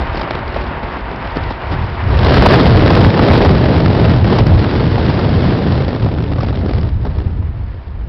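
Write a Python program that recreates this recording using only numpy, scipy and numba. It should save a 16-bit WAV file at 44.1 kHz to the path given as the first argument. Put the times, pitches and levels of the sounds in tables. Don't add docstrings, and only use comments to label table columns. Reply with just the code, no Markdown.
import sys
import numpy as np
from scipy import signal
from scipy.fft import rfft, irfft
from scipy.io import wavfile
from scipy.ndimage import uniform_filter1d
from numba import njit

SR = 44100
rng = np.random.default_rng(int(sys.argv[2]) if len(sys.argv) > 2 else 0)


def log_audio(samples):
    frames = np.atleast_2d(samples).T
    limited = np.clip(frames, -1, 1)
    pcm = np.round(limited * 32767).astype(np.int16)
    wavfile.write(sys.argv[1], SR, pcm)


def nominal_scale(level):
    x = np.asarray(level, float) / 20
    return 10 ** x


N = 356328
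TIME_S = np.arange(N) / SR


def curve(table):
    s, *columns = np.transpose(table)
    return [np.interp(TIME_S, s, column) for column in columns]


def bumps(table):
    s, length_s, *columns = np.transpose(table)
    coarse_s = np.arange(0, N, 32) / SR
    distance = (coarse_s - s[:, None]) / np.maximum(length_s, .01)[:, None]
    bell = np.exp(-(2 * distance) ** 2)
    return [np.interp(TIME_S, coarse_s, column @ bell) for column in columns]


def unit(x):
    return x / np.sqrt(np.mean(x ** 2))


def even(x, seconds):
    return x / np.sqrt(uniform_filter1d(x ** 2, int(seconds * SR)) + 1e-12)


def walk(rate_hz):
    hold = int(SR / rate_hz)
    steps = np.repeat(rng.standard_normal(N // 100), hold)[:N]
    return unit(uniform_filter1d(uniform_filter1d(steps, hold), hold))


def coloured(spectrum):
    hz, db = np.transpose(spectrum)
    f = np.maximum(np.fft.rfftfreq(N, 1 / SR), 1)
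    gain = nominal_scale(np.interp(np.log(f), np.log(hz), db))
    gain = gain * np.minimum(f / hz[0], 1) ** 3
    return unit(irfft(rfft(rng.standard_normal(N)) * gain, N))


def split(x, hz):
    low = signal.sosfiltfilt(signal.butter(2, hz, fs=SR, output="sos"), x)
    return low, x - low


@njit
def resonance(x, hz, damping):
    y, band, low = np.empty(len(x)), 0., 0.
    for i in range(len(x)):
        g = np.tan(np.pi * hz[i] / SR)
        v = (band + g * (x[i] - low)) / (1 + g * (g + damping))
        band = 2 * v - band
        low = low + 2 * g * v
        y[i] = damping * v
    return y


# start_s, level_db
ROAD_GAIN = [
    (0, 0),
    (.5, -1.5),
    (1.9, -2),
    (2.4, 1),
    (4, -7.5),
    (6.5, -18),
    (8.08, -20.5),
]
# pitch_hz, level_db (per Hz)
TYRE_TONE = [
    (60, 5),
    (150, -17.5),
    (400, -12),
    (900, -6),
    (1300, -10.5),
    (1900, -13.5),
    (2800, -21),
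    (4000, -31.5),
    (5500, -38.5),
]
# pitch_hz, level_db
GEAR_TONES = [
    (366.1, -40),
    (678.3, -39.5),
    (931.3, -37),
]


def road():
    roar_db = -23.5 + 0.15 * walk(8.9) + 1.2 * walk(40)
    sound = coloured(TYRE_TONE) * nominal_scale(roar_db)
    for hz, db in GEAR_TONES:
        level = nominal_scale(db + 4.0 + 0.73 * walk(4.5))
        wavering_hz = hz * (1 + .003 * walk(5))
        sound = sound + level * np.sin(2 * np.pi * np.cumsum(wavering_hz) / SR)
    return sound * nominal_scale(curve(ROAD_GAIN)[0])


# start_s, level_db
BUFFET_LEVEL = [(0, -20), (.4, -20), (.75, -27), (1.1, -32), (1.5, -19.5), (2.0, -20), (2.1, -11),
                (2.7, -7), (3.5, -9), (3.85, -13.5), (4.05, -9), (4.3, -13), (4.55, -10.5), (4.9, -14),
                (5.3, -10.5), (5.9, -16.5), (7.4, -16), (7.55, -23)]
# start_s, pitch_hz
BUFFET_PITCH = [
    (0, 60.3),
    (1.3, 60),
    (1.6, 74.7),
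    (2.4, 81),
    (3, 95.96),
    (5.5, 100.8),
    (6.5, 87.2),
    (7.3, 70.43),
    (8.08, 57.9),
]
# middle_s, length_s, level_db
THROB_EVENTS = [(.27, 0.087, -11), (.38, .04, -8), (.79, .05, -7), (.84, .06, 5.5), (.94, 0.046, -8.5),
                (1.0, 0.067, 3.5), (1.58, 0.12, -8), (1.75, .08, 4.5), (1.93, 0.072, -3),
                (2.63, 0.049, -11.5), (2.86, 0.13, -4), (3.17, .07, -16), (3.26, 0.056, -9.5),
                (3.31, .05, 4), (3.37, 0.032, -3.5), (3.6, 0.05, -4.5), (3.9, 0.034, 5.5),
                (3.94, .05, -6.5), (4.34, 0.038, -11), (4.395, .06, 6), (4.54, 0.066, 7),
                (4.97, 0.055, -0.5), (5.22, .06, -3.5), (5.6, .1, -7), (5.69, .08, 4.5), (5.99, .06, -6),
                (6.05, .06, 9.5), (6.12, .06, -3), (6.8, 0.11, 5), (7.84, 0.069, -6.5)]


def buffet():
    level_db = curve(BUFFET_LEVEL)[0] + bumps(THROB_EVENTS)[0] + 1.5 * walk(14)
    hz = curve(BUFFET_PITCH)[0]
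    ring = resonance(resonance(rng.standard_normal(N), hz, 0.8), hz, 0.8)
    deep = resonance(resonance(rng.standard_normal(N), .5 * hz, 1.1), .5 * hz, 1.1)
    deep_db = -4 - 0.12 * (hz - 60)
    return (even(ring, .12) + nominal_scale(deep_db) * even(deep, 0.098)) * nominal_scale(level_db - 0.28)


def crackle(rate_hz, spread_db, seconds):
    when, size = rng.random((2, 4000))
    used = int(rate_hz * N / SR)
    hits = np.zeros(N)
    hits[(when[:used] * N).astype(int)] = nominal_scale(-spread_db * np.log(1 - size[:used]))
    return unit(1 + signal.fftconvolve(hits, np.hanning(int(seconds * SR)), "same"))


def without(heard_db, road_db):
    heard_power = nominal_scale(2 * heard_db)
    road_power = nominal_scale(2 * (road_db + curve(ROAD_GAIN)[0]))
    return np.sqrt(np.maximum(heard_power - road_power, 0.042 * heard_power))


# pitch_hz, level_db (per Hz)
EDDY_TONE = [
    (130, 3.5),
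    (243, -4.5),
    (594, -16),
    (1130, -26),
    (1870, -29),
    (2410, -32.5),
    (4480, -26),
    (5600, -21),
]
# start_s, level_db (force), fine_db (fine eddies against large ones)
STREAM_FORCE = [(0, -23.5, -15.5), (.5, -26, -16), (1.15, -25, -18), (2.0, -29, -11.5), (2.16, -21, -15.5),
                (2.34, -15, -10.5), (2.55, -11.5, -15), (2.8, -13.5, -17), (3.3, -10.5, -17.5),
                (3.6, -13.5, -21), (4.1, -14, -20), (4.65, -18.5, -18), (5.75, -19.5, -18.5),
                (6.2, -24.5, -21), (6.875, -27.5, -18.5), (6.91, -44.5, -8.5), (7.35, -45, -10.5),
                (8.08, -42.5, -16.5)]
# middle_s, length_s, large_db (large eddies), fine_db (fine eddies)
GUST_EVENTS = [(.19, 0.1, 0, 6.5), (.255, 0.046, 2.5, -4), (.31, 0.077, 0, 4), (.565, 0.03, 3.5, 3),
               (.838, 0.018, 1.5, 4.5), (1.32, 0.057, -9, 1), (1.37, .04, 5.5, 4), (1.43, 0.03, -2.5, 3),
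               (1.51, .04, 2.5, 3.5), (1.73, 0.04, 5.5, 3.5), (2.36, .04, -3.5, 4), (2.48, .04, -2, 0),
               (2.53, 0.057, 5, 3.5), (2.81, 0.033, -4.5, -0.5), (2.98, .1, 2.5, 1.5), (3.13, .1, -4, -4.5),
               (3.58, .03, -9, 2.5), (3.94, 0.037, -2, -0.5), (4.03, 0.068, 3.5, -1), (4.21, .1, -10.5, -4),
               (4.36, 0.14, 4.5, 1), (4.575, 0.019, -6.5, -1.5), (4.88, 0.11, -4.5, -0.5),
               (5.85, .04, -2.5, -3.5), (6.43, 0.035, 1, 2), (6.485, 0.024, 0, 2.5), (6.64, 0.024, 14, -7),
               (6.72, 0.12, 2, 4.5), (7.06, 0.038, 18, 6.5), (7.18, 0.23, 16.5, 1)]
# start_s, broken (0 to 1)
BROKEN_FLOW = [
    (0, 0.68),
    (2.0, 0.3),
    (2.4, 0.59),
    (5.6, 0.26),
    (6.0, 0.51),
    (6.85, 0.59),
    (6.95, 0.45),
    (8.08, 0.34),
]


def rush():
    force_db, fine_db = curve(STREAM_FORCE)
    gust_db, gust_fine_db = bumps(GUST_EVENTS)
    fine = without(force_db + fine_db + gust_fine_db + 0.79 * walk(20), -41)
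    large = without(force_db + gust_db + 0.75 * walk(15), -25)
    grain = crackle(130, 3.585, 0.0064) * nominal_scale(0.38 * walk(50))
    grain = grain ** curve(BROKEN_FLOW)[0]
    low, rest = split(coloured(EDDY_TONE), 294)
    mid, rest = split(rest, 990)
    high, top = split(rest, 3290)
    out = even(low, 0.038) * large * nominal_scale(-1.16) * even(grain ** 1.1, .08)
    # noise, share of the large eddies' force, level dB, bite of the crackle
    for part, share, db, bite in ((mid, .55, 7.5, 1.3), (high, .15, 6.0, 1.5), (top, 0, .4, 1.9)):
        force = large ** share * fine ** (1 - share)
        out = out + unit(part) * force * nominal_scale(db) * even(grain ** bite, 0.076)
    dips = [(s - .005, 0.0094, -4.5) for s, *_ in SLAP_EVENTS + MORE_SLAPS]
    return out * nominal_scale(bumps(dips)[0])


# start_s, level_db (peak), treble_db (against the peak)
SLAP_EVENTS = [(0.275, -5.5, -31.5), (0.431, -11, -32), (0.562, -4.5, -23), (1.357, -13.5, -12.5),
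               (2.171, -8, -9.5), (2.284, 1.5, -24), (2.422, 5, -19.5), (2.46, 14, -17), (2.486, 1.5, -8),
               (2.538, 9.5, -12), (2.726, -17, -15), (2.904, 4.5, -10), (3.193, 1.5, -29.5),
               (3.405, 1.5, -25.5), (3.448, 4, -14.5), (3.658, -2, -17), (4.574, -12.5, -35.5),
               (4.98, -4.5, -17), (5.19, -5.5, -14), (5.419, -12, -17), (5.881, -12, -9),
               (6.022, -17, -19), (6.062, -8, -18), (6.133, -22, -18), (6.161, -17, -23.5),
               (6.223, -13.5, -6), (6.407, -9.5, -10), (6.431, -11, -11), (6.528, -15, -21),
               (7.051, -13, -18)]
# start_s, level_db (peak), treble_db (against the peak)
MORE_SLAPS = [(0.146, -12, -14), (0.189, -21, -16), (0.212, -6.5, -13), (0.834, -12, -26),
              (1.159, -14, -11.5), (1.507, -9, -14), (2.104, -9, -17.5), (2.207, -13, -8), (2.453, 0, -14),
              (2.969, -1.5, -12), (3.23, -9, -11), (3.275, -3, -12), (3.31, -13, -11),
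              (4.076, -10.5, -16.5), (4.302, -7, -12), (4.385, 0, -8), (5.962, -14, -13),
              (6.383, -13, -13), (6.464, -18, -8.5), (6.679, -26, -16), (6.768, -20, -14.5),
              (6.811, -22.5, -4), (6.849, -24, -16), (7.065, -19, -16), (7.184, -17.5, -9),
              (7.424, -21.5, -19)]


def slaps():
    low, high = split(coloured(EDDY_TONE[2:]), 1900)
    t = np.arange(1200) / SR
    shape = (t / .0012) ** .6 * np.exp(-t / 0.0032)
    out = np.zeros(N)
    for s, db, treble_db in SLAP_EVENTS + MORE_SLAPS:
        i = int((s - .0006) * SR)
        thud = shape * low[i:i + len(t)]
        hiss = shape * high[i:i + len(t)]
        slap = thud / np.abs(thud).max() + nominal_scale(treble_db + 11.0) * hiss / np.abs(hiss).max()
        out[i:i + len(t)] += nominal_scale(db - 4.0) * slap
    return out


def scene():
    return (road() + buffet() + rush() + slaps())[None]


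def band_limit(x):
    return signal.sosfilt(signal.butter(12, 15870, fs=SR, output="sos"), x)


def record(dry):
    input_top, output_top = 0.69, 0.697
    band_hz, sample_hz = 5708, 11025
    x = signal.sosfilt(signal.butter(2, 36, "high", fs=SR, output="sos"), dry)
    x = np.clip(x, -input_top, input_top)
    x = signal.sosfiltfilt(signal.cheby2(7, 45, 1.2355 * band_hz, fs=SR, output="sos"), x)
    x = x * (1 + nominal_scale(-80.5) * np.cos(2 * np.pi * sample_hz * TIME_S))
    x = np.clip(x, -output_top, output_top)
    return band_limit(x)


dry = scene()
out = record(dry)
log_audio(out)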